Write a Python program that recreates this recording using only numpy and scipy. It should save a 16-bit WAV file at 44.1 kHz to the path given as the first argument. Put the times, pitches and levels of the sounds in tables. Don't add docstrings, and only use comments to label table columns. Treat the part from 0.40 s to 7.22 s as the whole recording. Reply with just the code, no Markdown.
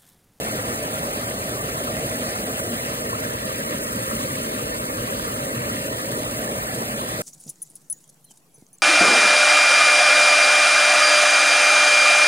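import sys
import numpy as np
from scipy import signal
from scipy.fft import rfft, irfft, next_fast_len
from scipy.io import wavfile

SR = 44100
rng = np.random.default_rng(int(sys.argv[2]) if len(sys.argv) > 2 else 0)


def bounce(signal):
    frames = np.transpose(np.atleast_2d(signal))
    limited = np.clip(frames, -1, 1)
    pcm = np.round(limited * 32767).astype(np.int16)
    wavfile.write(sys.argv[1], SR, pcm)


def linear_from_db(decibels):
    return 10 ** (np.asarray(decibels, float) / 20)


N = 300762
SIZE = next_fast_len(N, real=True)

# (time [s], level about the mean [dB])
FLOW = [
    (0, 0),
    (.8, -0.5),
    (1.6, 0),
    (2.5, 0.4),
    (3, -1.2),
    (3.7, 1),
    (4.5, -0.6),
    (5, 0),
    (5.9, -0.5),
    (6.82, -0.5),
]
# (frequency [Hz], level per Hz [dB])
ROAR_SPECTRUM = [(13, -37), (30, -47), (48, -5.5), (86, -7.5), (118, 1), (177, -5.5), (232, 1), (374, -7),
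                 (511, -1.5), (640, -2), (830, -39.5), (1410, -120)]
# (frequency [Hz], level per Hz [dB])
CHURN_SPECTRUM = [(450, -31), (620, -1.5), (760, 1), (950, 0.5), (1300, -4), (1600, -3), (1900, -3),
                  (2300, -7), (2700, -6.5), (3100, -9), (3500, -9), (4100, -12.5), (5200, -12.5),
                  (7000, -23)]
# (frequency [Hz], level per Hz [dB])
SPRAY_SPECTRUM = [(3500, -10.5), (5200, -2.5), (6500, 1.5), (7900, -1), (8100, 2), (11000, 2),
                  (12500, -0.5), (14200, -2), (15800, -7.5)]
# (time [s], pitch [Hz], peak level [dB])
PLOPS = [(0.198, 1860, -27), (0.54, 1250, -26), (0.808, 2790, -35.3), (0.909, 1937, -27.5),
         (1.51, 4650, -37.0), (1.96, 1317, -25.6), (2.59, 4108, -36.5), (2.703, 2945, -37.2),
         (3.429, 4185, -37.7), (3.574, 1395, -28.5), (3.765, 2712, -29.8), (4.061, 4030, -34.3),
         (4.151, 3565, -37.9), (4.851, 1007, -24.9), (4.854, 4650, -33.9), (5.217, 2557, -31.7),
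         (5.251, 2324, -32.3), (5.298, 1240, -21.8), (5.986, 2557, -31.2)]
# (time [s], pitch [Hz], peak level [dB])
TICKS = [(0.346, 10680, -33.2), (0.36, 12403, -34.2), (0.603, 9646, -28.5), (0.632, 6546, -32.8),
         (0.874, 15159, -30.6), (0.907, 15159, -32.0), (1.83, 15159, -31.2), (1.962, 12403, -30.3),
         (2.492, 6546, -30.3), (2.805, 12403, -29.3), (3.437, 9302, -24.7), (3.774, 13436, -28.4),
         (3.999, 9646, -27.6), (4.07, 6546, -31.2), (4.492, 10680, -30.6), (4.89, 15159, -28.3),
         (4.988, 11369, -31.2), (5.966, 12058, -34.9), (6.126, 15159, -33.3)]
# (frequency [Hz], phase apart [rad], how closely the difference follows the sum [-1 to 1])
BASS_LEVEL = [(230, 0, -.2), (473, .55, -.45), (600, .25, -.6), (660, .45, .3), (732, 1.5, .75),
              (820, 2.4, .95), (900, 2.7, .95), (1050, 2.7, .75)]
# (frequency [Hz], phase apart [rad], how closely the difference follows the sum [-1 to 1])
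BASS_TURNED = [(230, 0, -.1), (473, .72, -.4), (560, .62, -.95), (646, 1.85, -.75), (725, 2.95, -.2),
               (860, 2.98, .45), (950, 2.8, .75), (1050, 2.65, .8)]
# (frequency [Hz], phase apart [rad], how closely the difference follows the sum [-1 to 1])
MIDDLE_PORTS = [(1214, 2.34, .8), (1537, 2.4, .8), (1875, 1.85, 0.2), (2410, 2.028, 0.92),
                (3230, 2.304, 0.33), (3630, 2.35, -0.31), (4080, 1.49, -0.17), (5134, 2.345, -0.069)]
# (time [s], turn [0 level to 1 away])
TURN = [
    (0, -.3),
    (.6, 0),
    (2.1, .05),
    (2.8, .9),
    (3.4, 1),
    (4.2, 1),
    (4.8, .93),
    (6.4, .05),
    (6.82, 0),
]
# (frequency [Hz], threshold relative to the partner [dB])
PAIR_DROP = [(300, -21), (800, -19.5), (1600, -10.5), (3400, -9), (4900, -6.5), (6100, -11), (9300, -13),
             (14000, -9.5)]
BAND_WIDTHS = [(0, 4), (40, 8), (96, 12), (144, 16), (176, 20), (216, 24), (264, 28), (320, 32)]
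# (from [Hz], to [Hz])
NO_DIFFERENCE = [
    (7580, 8950),
    (14470, 22050),
]

ROAR_DB, CHURN_DB, SPRAY_DB = -30.3, -31.5, -35
ROAR_FOLLOWS, CHURN_FOLLOWS, SPRAY_FOLLOWS = 0.17, 0.31, 1.2
OPPOSED_HZ, PORT_LAG_S, TREBLE_TIED = 5400, 158e-6, .8
FRAME_START = 365


def rms_one(x):
    return x / np.sqrt(np.mean(x ** 2) + 1e-20)


def at_hz(points, hz, column=1):
    points = np.array(points)
    return np.interp(np.log(hz + 1), np.log(points[:, 0]), points[:, column])


def drift(rate):
    r = np.exp(-40 * np.pi * rate / SR)
    slow = signal.lfilter([1], [1, -2 * r, r * r], rng.standard_normal(N // 20 + 3002))[3000:]
    return np.interp(np.arange(N) / 20, np.arange(len(slow)), rms_one(slow))


def patchy_noise(spectrum, shared_db, shared_rate, own_db, own_rate, fall_db, count):
    hz = np.fft.rfftfreq(SIZE, 1 / SR)
    low_hz, high_hz = spectrum[0][0], spectrum[-1][0]
    octaves_out = np.log2(np.maximum(low_hz / (hz + 1), 1) * np.maximum(hz / high_hz, 1))
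    shape = linear_from_db(at_hz(spectrum, hz) - fall_db * octaves_out)
    noise = rfft(rng.standard_normal((2, SIZE))) * shape
    place = count * np.log2((hz + 1) / low_hz)
    last = int(count * np.log2(high_hz / low_hz)) + 1
    together = drift(shared_rate)
    out = 0
    for k in range(last + 1):
        band = np.clip(1 - np.abs(np.clip(place, 0, last) - k), 0, 1)
        flicker = linear_from_db(shared_db * together + own_db * drift(own_rate))
        out = out + irfft(noise * band, SIZE)[:, :N] * flicker
    return rms_one(out)


def add_bubble(out, start_s, hz, peak, cycles, rise):
    length = cycles / hz * SR
    age = np.arange(int(length)) / length
    tone = np.sin(2 * np.pi * cycles * (age + .5 * rise * age ** 2))
    wave = peak * tone * np.exp(-4.0 * age) * (1 - np.exp(-25 * age))
    i = int(start_s * SR)
    out[..., i:i + len(wave)] += wave[:N - i]


def bubbles(low_hz, high_hz, tilt_db, cycles, spread_db, rise, count):
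    out = np.zeros((2, N))
    for row in out:
        for when, pitch, size, length in rng.random((count, 4)):
            peak = linear_from_db(tilt_db * pitch - spread_db * np.log(1.004 - size))
            hz = low_hz * (high_hz / low_hz) ** pitch
            add_bubble(row, when * N / SR, hz, peak, cycles * (0.57 + length), rise)
    return rms_one(out)


def roar():
    return patchy_noise(ROAR_SPECTRUM, shared_db=0.85, shared_rate=7.8, own_db=1.74, own_rate=17.6,
                        fall_db=42, count=1)


def white_water():
    churn = patchy_noise(CHURN_SPECTRUM, shared_db=0.16, shared_rate=18.0, own_db=2.0, own_rate=9.0,
                         fall_db=4, count=3)
    dense = bubbles(900, 6000, tilt_db=-10, cycles=23, spread_db=2.0, rise=0.27, count=2600)
    sparse = bubbles(1000, 3000, tilt_db=-6, cycles=26, spread_db=3.0, rise=.2, count=260)
    return churn + linear_from_db(-6.5) * dense + linear_from_db(-9) * sparse


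def spray():
    hiss = patchy_noise(SPRAY_SPECTRUM, shared_db=1.6, shared_rate=52.0, own_db=0.3, own_rate=38.0,
                        fall_db=30, count=3)
    drops = bubbles(8500, 15000, tilt_db=2.0, cycles=5.0, spread_db=2.5, rise=0.077, count=3000)
    return hiss + linear_from_db(-6.0) * drops


def plops_and_ticks():
    out = np.zeros((2, N))
    for s, hz, db in PLOPS:
        add_bubble(out, s, hz, linear_from_db(db + 4.5), cycles=.015 * hz, rise=.35)
    for s, hz, db in TICKS:
        add_bubble(out, s, hz, linear_from_db(db + 6), cycles=10.4, rise=.1)
    return out


def ports(water, bass):
    hz = np.fft.rfftfreq(SIZE, 1 / SR)
    points = np.vstack([bass, MIDDLE_PORTS, (OPPOSED_HZ, np.pi, TREBLE_TIED)])
    lead = at_hz(points, hz) - 2 * np.pi * PORT_LAG_S * np.maximum(hz - OPPOSED_HZ, 0)
    tied = np.clip(at_hz(points, hz, column=2), -1, 1)
    direct, scattered = rfft(water, SIZE)
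    difference = tied * direct + np.sqrt(1 - tied ** 2) * scattered
    mid = irfft(direct * np.cos(lead / 2), SIZE)[:N]
    side = irfft(-1j * np.sin(lead / 2) * difference, SIZE)[:N]
    return np.array([mid + side, mid - side])


def scene():
    seconds = np.arange(N) / SR
    swing_db = np.interp(seconds, *np.transpose(FLOW))
    water = linear_from_db(ROAR_DB + ROAR_FOLLOWS * swing_db) * roar()
    water = water + linear_from_db(CHURN_DB + CHURN_FOLLOWS * swing_db) * white_water()
    water = water + linear_from_db(SPRAY_DB + SPRAY_FOLLOWS * swing_db) * spray()
    water = water + plops_and_ticks()
    turn = np.interp(seconds, *np.transpose(TURN))
    return (1 - turn) * ports(water, BASS_LEVEL) + turn * ports(water, BASS_TURNED)


def thin_pair(x, swing_spread_db, line_db):
    lead_in = 1024 - FRAME_START
    x = np.pad(x, ((0, 0), (lead_in, 0)))
    window = np.sin(np.pi * (np.arange(2048) + .5) / 2048)
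    frames = dict(fs=SR, window=window, nperseg=2048, noverlap=1024)
    hz, times, pair = signal.stft([x[0] + x[1], x[0] - x[1]], **frames)
    strictness = rng.standard_normal(len(times))
    low = 0
    while low < len(hz):
        high = low + [width for first, width in BAND_WIDTHS if first <= low][-1]
        lines = np.abs(pair[:, low:high]) ** 2
        power = lines.mean(axis=1)
        swing_db = swing_spread_db * (strictness + rng.standard_normal(len(times)))
        limit = power[::-1] * linear_from_db(2 * (at_hz(PAIR_DROP, hz[low]) + swing_db))
        band_kept = (power > limit)[:, None]
        line_kept = lines > limit[:, None] * linear_from_db(2 * line_db)
        pair[:, low:high] *= band_kept * line_kept
        low = high
    pair[:, hz > 15750] = 0
    pair[0, (hz > 11030) & (hz < 12400)] *= strictness < -1.9
    for from_hz, to_hz in NO_DIFFERENCE:
        pair[1, (hz > from_hz) & (hz < to_hz)] = 0
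    total, difference = signal.istft(pair, **frames)[1][:, lead_in:][:, :N]
    return np.array([total + difference, total - difference]) / 2


def band_limit(x):
    return signal.sosfilt(signal.butter(12, 16140, fs=SR, output="sos"), x)


def record(dry):
    right_louder_db = .35
    leaning = dry * linear_from_db([[-right_louder_db / 2], [right_louder_db / 2]])
    mix = thin_pair(leaning, swing_spread_db=2.22, line_db=2.5)
    return band_limit(mix)


dry = scene()
out = record(dry)
bounce(out)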